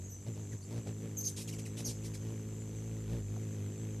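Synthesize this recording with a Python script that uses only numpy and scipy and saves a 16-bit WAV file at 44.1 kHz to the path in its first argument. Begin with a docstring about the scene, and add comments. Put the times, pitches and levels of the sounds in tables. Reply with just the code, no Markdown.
"""A hummingbird hovers close by at a hand-held garden feeder, its wings humming and swishing.
Periodic strokes give a harmonic hum and pulses of air noise, both louder at each dart.
Thin whistles and falling chits, made raspy by irregular vibration, reflect off nearby surfaces.
A steady insect chorus and soft background hiss lie behind; one faint tick sounds near the end."""
import sys
import numpy as np
from scipy import signal
from scipy.fft import rfft, irfft
from scipy.io import wavfile

SR = 44100
rng = np.random.default_rng(int(sys.argv[2]) if len(sys.argv) > 2 else 0)


def digitize_waveform(pressure):
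    """Quantize a signal to 16-bit integers and store it at the path in sys.argv[1].

    Rows of a 2-D input are taken as channels; values are limited to [-1, 1].
    """
    field = np.atleast_2d(pressure).T
    bounded = np.clip(field, -1, 1)
    quanta = np.round(bounded * 32767).astype(np.int16)
    wavfile.write(sys.argv[1], SR, quanta)


N = 176400
T = np.arange(N) / SR
BAND_LIMIT_HZ = 13150

# wingbeat frequency (time [s], rate [Hz])
WINGBEAT_RATE = [(0.0, 46.5), (0.09, 49.5), (0.17, 47.5), (0.25, 49.5), (0.29, 59.5), (0.34, 49.9),
                 (0.39, 53.5), (0.5, 49.8), (0.54, 57), (0.57, 49.3), (0.65, 47.7), (0.72, 56), (0.8, 57.8),
                 (0.87, 48.2), (0.91, 59), (0.94, 51.5), (1.06, 56.8), (1.09, 52.6), (1.26, 52.5),
                 (1.35, 48.5), (1.41, 54.7), (1.66, 55), (1.7, 51.3), (1.81, 58.3), (1.845, 53),
                 (1.885, 59.8), (1.94, 51), (2.07, 56), (2.2, 50.7), (2.25, 56), (2.28, 52.5), (2.31, 57.5),
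                 (2.36, 54.5), (2.55, 53.3), (2.8, 54), (2.85, 57), (2.9, 54.5), (3.04, 55.6), (3.07, 51),
                 (3.14, 59.6), (3.24, 48.8), (3.34, 53.5), (3.46, 53.5), (3.495, 50.3), (3.53, 54.5),
                 (3.6, 51), (3.77, 52.3), (3.81, 55.8), (3.9, 53), (4.0, 52.6)]
# wing loudness (time [s], stroke tone level [dB], overtone level [dB])
WING_LEVELS = [(0.0, -44, -52), (0.18, -48, -58), (0.25, -50, -53), (0.29, -36.5, -45.5),
               (0.34, -45, -52.5), (0.39, -41, -49), (0.5, -44.5, -51.5), (0.55, -37.5, -47.5),
               (0.58, -47.5, -57.5), (0.65, -49.5, -55), (0.73, -40.5, -45), (0.79, -36, -46),
               (0.845, -52, -51), (0.895, -37.5, -43.5), (0.95, -44, -52.5), (1.05, -43.5, -43.5),
               (1.1, -43.5, -48), (1.36, -45.5, -50.5), (1.4, -44.5, -46), (1.44, -47, -50),
               (1.49, -41.5, -46.5), (1.7, -43.5, -47.5), (1.86, -44, -45), (1.89, -38.5, -43.5),
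               (1.93, -44.5, -50), (2.07, -41.5, -46.5), (2.19, -43.5, -49), (2.28, -38.5, -45),
               (2.42, -43, -48), (2.75, -41.5, -48), (2.95, -41, -47), (3.07, -42, -47.5),
               (3.13, -35.5, -42.5), (3.19, -40, -43.5), (3.24, -41.5, -52.5), (3.32, -38, -47),
               (3.52, -41.5, -46.5), (3.66, -37, -45.5), (3.77, -43.5, -48), (3.85, -39.5, -45),
               (4.0, -40.5, -49)]
# wingbeat overtones (harmonic number [1], relative level [dB])
WING_OVERTONES = [(3, -3.5), (4, -4.5), (5, -9), (6, -10), (7, -12.5), (8, -11), (9, -18.5), (10, -18),
                  (13, -28.5), (15, -33.5)]
# swish of the strokes (frequency [Hz], relative spectral density [dB])
SWISH_SPECTRUM = [(400, -20), (800, 4), (1300, 1.5), (2400, 3), (3500, -0.5), (5000, -8), (8000, -14),
                  (13000, -6.5)]
# air stirred by the wings (frequency [Hz], relative spectral density [dB])
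WASH_SPECTRUM = [(25, -31), (45, -17), (70, -3.5), (150, 5.5), (300, -3), (500, -2.5), (700, -20),
                 (1200, -32), (2500, -44)]
# darts of the bird (centre time [s], width [s], level [dB])
DARTS = [(0.277, 0.017, -58), (0.373, 0.042, -63.5), (0.727, 0.041, -59.5), (0.779, 0.028, -57.5),
         (0.88, 0.025, -55), (1.393, 0.017, -62), (1.798, 0.028, -60), (1.869, 0.04, -66.5),
         (2.276, 0.11, -65.5), (3.13, 0.07, -61.5)]
# hard wing flicks in a dart (frequency [Hz], relative spectral density [dB])
FLICK_SPECTRUM = [(100, -14), (300, -17), (600, 8), (900, -6.5), (1400, -10.5), (3000, -11), (6000, -12),
                  (13000, -23)]
# insect chorus (centre frequency [Hz], bandwidth [Hz], level [dB])
INSECT_BANDS = [(6050, 230, -69), (6405, 390, -65.5), (7194, 300, -66), (7676, 370, -65.5)]
# background hiss (frequency [Hz], relative spectral density [dB])
HISS_SPECTRUM = [(20, -36), (35, -12), (60, 19), (200, 11), (500, 1.5), (1000, -8.5), (2500, -26),
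                 (4800, -14.5), (6500, -13), (8200, -11.5), (9500, -16), (13000, -16.5)]
# whistled notes (onset [s], duration [s], start pitch [Hz], middle pitch [Hz], end pitch [Hz],
# level [dB], relative octave level [dB], roughness [fraction of pitch])
WHISTLES = [(0.035, 0.05, 6350, 6720, 6680, -57, -36, 0), (0.096, 0.034, 6080, 5860, 6010, -57.5, -7, .006),
            (0.111, 0.055, 5900, 6230, 6040, -55, -32, 0.01),
            (0.619, 0.022, 4460, 4620, 5040, -63, -3, 0.04),
            (1.167, 0.013, 7450, 7320, 7200, -50, -10, 0.04), (1.168, 0.011, 6570, 6440, 6400, -43, -23, 0),
            (1.175, 0.02, 6355, 6120, 6210, -41.5, -9.5, .01),
            (1.199, 0.017, 6260, 6210, 6430, -44, -12, 0.02),
            (1.232, 0.013, 6660, 6480, 6700, -44.5, -22, .012),
            (1.248, 0.031, 6490, 6360, 6290, -39, -21, 0.02),
            (1.845, 0.017, 6510, 6404, 6220, -41.5, -34, 0.02),
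            (1.86, 0.013, 6040, 5820, 5570, -41.5, -12, 0)]
# reflections off hand, deck and wall (delay [s], treble gain [dB])
ECHOES = [(.0045, -9), (.008, -0.5), (.024, -7)]
# falling chits (onset [s], duration [s], start pitch [Hz], end pitch [Hz], level [dB],
# roughness [fraction of pitch], fundamental gain [dB], rasp rate [Hz])
CHITS = [(0.517, 0.023, 2070, 1510, -58.5, 0.08, 8, 1490), (1.203, 0.009, 6000, 3730, -51, .05, -4, 900),
         (1.239, 0.044, 5730, 4630, -48.5, .09, -0.5, 644), (1.267, .031, 4730, 2950, -51, .14, -6, 1180),
         (1.362, 0.066, 3390, 2250, -49.5, .19, -5, 1560), (1.474, 0.024, 3340, 1784, -48.5, 0.07, 1, 1500),
         (1.523, 0.022, 3235, 1940, -52.5, 0.06, 4, 1500), (1.583, 0.018, 3360, 1760, -51, .09, 1.5, 1500),
         (1.651, 0.019, 2956, 1640, -52, 0.07, 4.5, 1500), (1.767, 0.044, 3640, 1967, -51, .18, 1.5, 1470),
         (1.849, 0.037, 5230, 4600, -48, 0.07, -1.5, 746),
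         (1.88, 0.034, 3600, 2454, -48.5, 0.12, -2.5, 1210),
         (2.033, 0.038, 2740, 1808, -54.5, 0.12, -4, 1510),
         (2.136, 0.023, 2580, 1456, -52.5, 0.08, -1.5, 1490)]
# response of the bird's throat (frequency [Hz], gain [dB])
THROAT_RESPONSE = [(1500, 4), (2500, -3.5), (4000, -3.5), (5500, -1.5), (6600, 5), (8500, -7.5),
                   (11000, -6), (13000, -12)]


def amp(db):
    """Amplitude ratio of a level in decibels."""
    return 10 ** (np.asarray(db) / 20)


def unit_rms(x):
    """Normalisation to unit mean power."""
    return x / np.sqrt(np.mean(x ** 2) + 1e-20)


def gain_at(spectrum, hz):
    """Amplitude gain, interpolated in decibels over log frequency."""
    freqs, db = np.transpose(spectrum)
    return amp(np.interp(np.log(hz + 1), np.log(freqs + 1), db))


def curve(table, column=1):
    """Linear interpolation of a column over time."""
    rows = np.array(table)
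    return np.interp(T, rows[:, 0], rows[:, column])


def add(mix, onset, sound):
    """Superposition of a sound from its onset in seconds."""
    part = mix[round(onset * SR):][:len(sound)]
    part += sound[:len(part)]


def phase_of(hz):
    """Phase is the time integral of frequency."""
    return 2 * np.pi * np.cumsum(hz) / SR


def highpass(x, hz, order):
    """Butterworth attenuation below a cutoff."""
    return signal.sosfilt(signal.butter(order, hz, "high", fs=SR, output="sos"), x)


def noise(gain):
    """White noise filtered by gain(Hz), at unit power."""
    return unit_rms(irfft(rfft(rng.standard_normal(N)) * gain(np.fft.rfftfreq(N, 1 / SR)), N))


def coloured(spectrum):
    """Noise shaped by a tabulated spectrum."""
    return noise(lambda hz: gain_at(spectrum, hz))


def wobble(hz):
    """Random fluctuation, mostly slower than the given rate."""
    return noise(lambda f: np.exp(-(f / hz) ** 2))


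def gate(t, length, attack_s, release_s):
    """An envelope with quarter-sine edges."""
    rise = np.sin(np.pi / 2 * np.clip(t / attack_s, 0, 1))
    return rise * np.sin(np.pi / 2 * np.clip((length - t) / release_s, 0, 1))


def wing_hum(phase, stroke_db, overtone_db):
    """Periodic force on the air radiates harmonics; two strokes a beat make the second dominant."""
    downstroke_share, snap_above_harmonic = 0.44, 6.3
    envelope = np.sqrt(2) * amp(stroke_db + 0.9 * wobble(55))
    fundamental = amp(-23.5 + 7.1 * wobble(2.3)) * np.cos(phase)
    hum = envelope * (amp(-1) * np.cos(2 * phase) - fundamental)
    overtones = []
    for k, db in WING_OVERTONES:
        snap = (k / snap_above_harmonic) ** 2  # as the downstroke begins
        push_pull = 1j * np.exp(-2j * np.pi * k * downstroke_share)  # as it ends
        overtones.append(amp(db + 1.8 * wobble(53)) * np.cos(k * phase + np.angle(push_pull + snap)))
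    return hum + sum(overtones) / np.std(sum(overtones[1:])) * amp(overtone_db - 1)


def wing_swish(puff, overtone_db):
    """Each stroke sheds a puff of air, modulating the amplitude of a bright swish and a low wash."""
    mean_db = overtone_db.mean()
    swish_db = mean_db + 0.71 * (overtone_db - mean_db) - 15  # swells less than the overtones
    swish = amp(swish_db) * unit_rms(coloured(SWISH_SPECTRUM) * (0.47 + puff ** 2))
    wash = amp(overtone_db - 13) * unit_rms(coloured(WASH_SPECTRUM) * (1.8 + puff))
    return swish + wash


def wing_darts(phase, puff):
    """Sharper strokes carry more high harmonics: a dart adds a whirr, noisy flicks and a gust."""
    rise_db_per_harmonic, flutter_db = 1.5, 8
    envelope = sum(amp(db) * np.exp(-2 * ((T - centre) / width) ** 2) for centre, width, db in DARTS)
    whirr = np.zeros(N)
    for k in range(4, 18):
        gain = amp(rise_db_per_harmonic * k + flutter_db * wobble(32))
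        whirr += gain * np.sin(k * phase) / (1 + k % 2)  # odd harmonics are halved
    flick = unit_rms(coloured(FLICK_SPECTRUM) * (1.3 + puff ** 4))
    gust = coloured(WASH_SPECTRUM)
    return envelope * (amp(-7) * unit_rms(whirr) + amp(3) * flick + amp(2.5) * gust)


def wings():
    """One slightly irregular oscillation keeps hum, swish and whirr locked in phase."""
    jitter, puff_lead_beats, stroke_asymmetry = 0.013, 0.03, 0.17
    phase = phase_of(curve(WINGBEAT_RATE) * (1 + jitter * wobble(33.5)))
    stroke_db, overtone_db = curve(WING_LEVELS), curve(WING_LEVELS, column=2)
    puff = np.cos(phase + 2 * np.pi * puff_lead_beats) ** 2 * (1 + stroke_asymmetry * np.cos(phase))
    return wing_hum(phase, stroke_db, overtone_db) + wing_swish(puff, overtone_db) + wing_darts(phase, puff)


def insects():
    """Many distant insects sum incoherently into narrow noise bands that tremble and swell."""
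    tremble_db, swell_db = 2.5, 1.2
    chorus = np.zeros(N)
    for hz, width, db in INSECT_BANDS:
        envelope = amp(db + tremble_db * wobble(35) + swell_db * wobble(4.2))
        chorus += envelope * noise(lambda f: 1 / np.sqrt(1 + (1.8 * (f - hz) / width) ** 4))
    return chorus


def spread(source, correlation):
    """Partial correlation between two channels widens a random source."""
    mid = np.sqrt((1 + correlation) / 2) * source()
    side = np.sqrt((1 - correlation) / 2) * source()
    return np.array([mid + side, mid - side])


def background_hiss():
    """Soft steady background hiss, centred, with added left-right noise above 5 kHz."""
    side = 0.816 * highpass(coloured(HISS_SPECTRUM), hz=5000, order=6)
    return amp(-56.5) * (coloured(HISS_SPECTRUM) + np.array([side, -side]))


def whistles():
    """Nearly sinusoidal vibration glides through three pitches, with a weaker octave above."""
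    out, flutter = np.zeros(N), wobble(620)
    for onset, length, start_hz, middle_hz, end_hz, db, octave_db, roughness in WHISTLES:
        t = np.arange(0, length, 1 / SR)
        hz = np.interp(t, [0, length / 2, length], [start_hz, middle_hz, end_hz])
        phase = phase_of(hz * (1 + roughness * flutter[round(onset * SR):][:len(t)]))
        tone = np.sin(phase) + amp(octave_db) * np.sin(2 * phase)
        add(out, onset, amp(db) * unit_rms(tone) * gate(t, length, attack_s=0.0043, release_s=0.0043))
    return out


def with_reflections(calls):
    """Near surfaces add thin, delayed copies to the direct sound; scattering adds a bright tail."""
    t60_s, build_up_s, tail_db = 0.24, 0.011, -7
    t = np.arange(SR // 2) / SR
    early = np.zeros(len(t))
    for delay, db in ECHOES:
        add(early, delay, amp([db]))
    early = highpass(early, hz=3800, order=2)
    early[0] = 1  # direct path
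    envelope = amp(-60 * t / t60_s) * np.minimum(t / build_up_s, 1)
    tails = highpass(rng.standard_normal((2, len(t))) * envelope, hz=3500, order=1)
    mid, side = amp(tail_db) * tails / np.linalg.norm(tails[0])
    side = 0.7 * highpass(side, hz=5500, order=8)  # only the treble is wide
    response = np.array([early + mid + side, early + mid - side])
    return signal.fftconvolve(calls[None], response, axes=1)[:, :N]


def chits():
    """Irregular vibration frequency-modulates a falling harmonic series, smearing it into a rasp."""
    out = np.zeros(N)
    for onset, length, start_hz, end_hz, db, roughness, fundamental_db, rasp_hz in CHITS:
        t = np.arange(0, length, 1 / SR)
        hz = start_hz + (end_hz - start_hz) * (t / length) ** 1.4  # falls ever faster
        phase = phase_of(hz)
        rasp = phase_of(hz * roughness * wobble(rasp_hz)[:len(t)])
        tone = amp(fundamental_db) * gain_at(THROAT_RESPONSE, hz) * np.sin(phase + rasp)
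        for k in range(2, 8):
            gain = gain_at(THROAT_RESPONSE, k * hz) * (k * hz < BAND_LIMIT_HZ + hz / 2)
            tone += gain * np.sin(k * (phase + 2 * rasp))  # overtones are twice as rough
        tone = highpass(tone, hz=0.8 * end_hz, order=6)
        add(out, onset, amp(db) * unit_rms(tone) * gate(t, length, attack_s=0.0049, release_s=0.0054))
    return out


def tick():
    """A very short tone with an exponential drop in pitch is heard as a faint, dull tick."""
    onset_s, length_s = 3.363, 0.018
    start_hz, end_hz, drop_s = 1900, 680, 0.0021
    out, t = np.zeros(N), np.arange(0, length_s, 1 / SR)
    hz = end_hz + (start_hz - end_hz) * np.exp(-t / drop_s)
    envelope = amp(-52) * gate(t, length_s, attack_s=0.00075, release_s=0.006)
    add(out, onset_s, envelope * np.sin(phase_of(hz)))
    return out


def scene():
    """The sources superpose in stereo; only the calls carry reflections."""
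    foreground = wings() + tick() + with_reflections(whistles() + chits())
    return foreground + spread(insects, correlation=0.72) + background_hiss()


def record(dry):
    """A linear-phase low-pass filter limits the bandwidth."""
    lowpass = signal.firwin(511, BAND_LIMIT_HZ, window=("kaiser", 9), fs=SR)
    return signal.oaconvolve(dry, lowpass[None], "same")


dry = scene()
out = record(dry)
digitize_waveform(out)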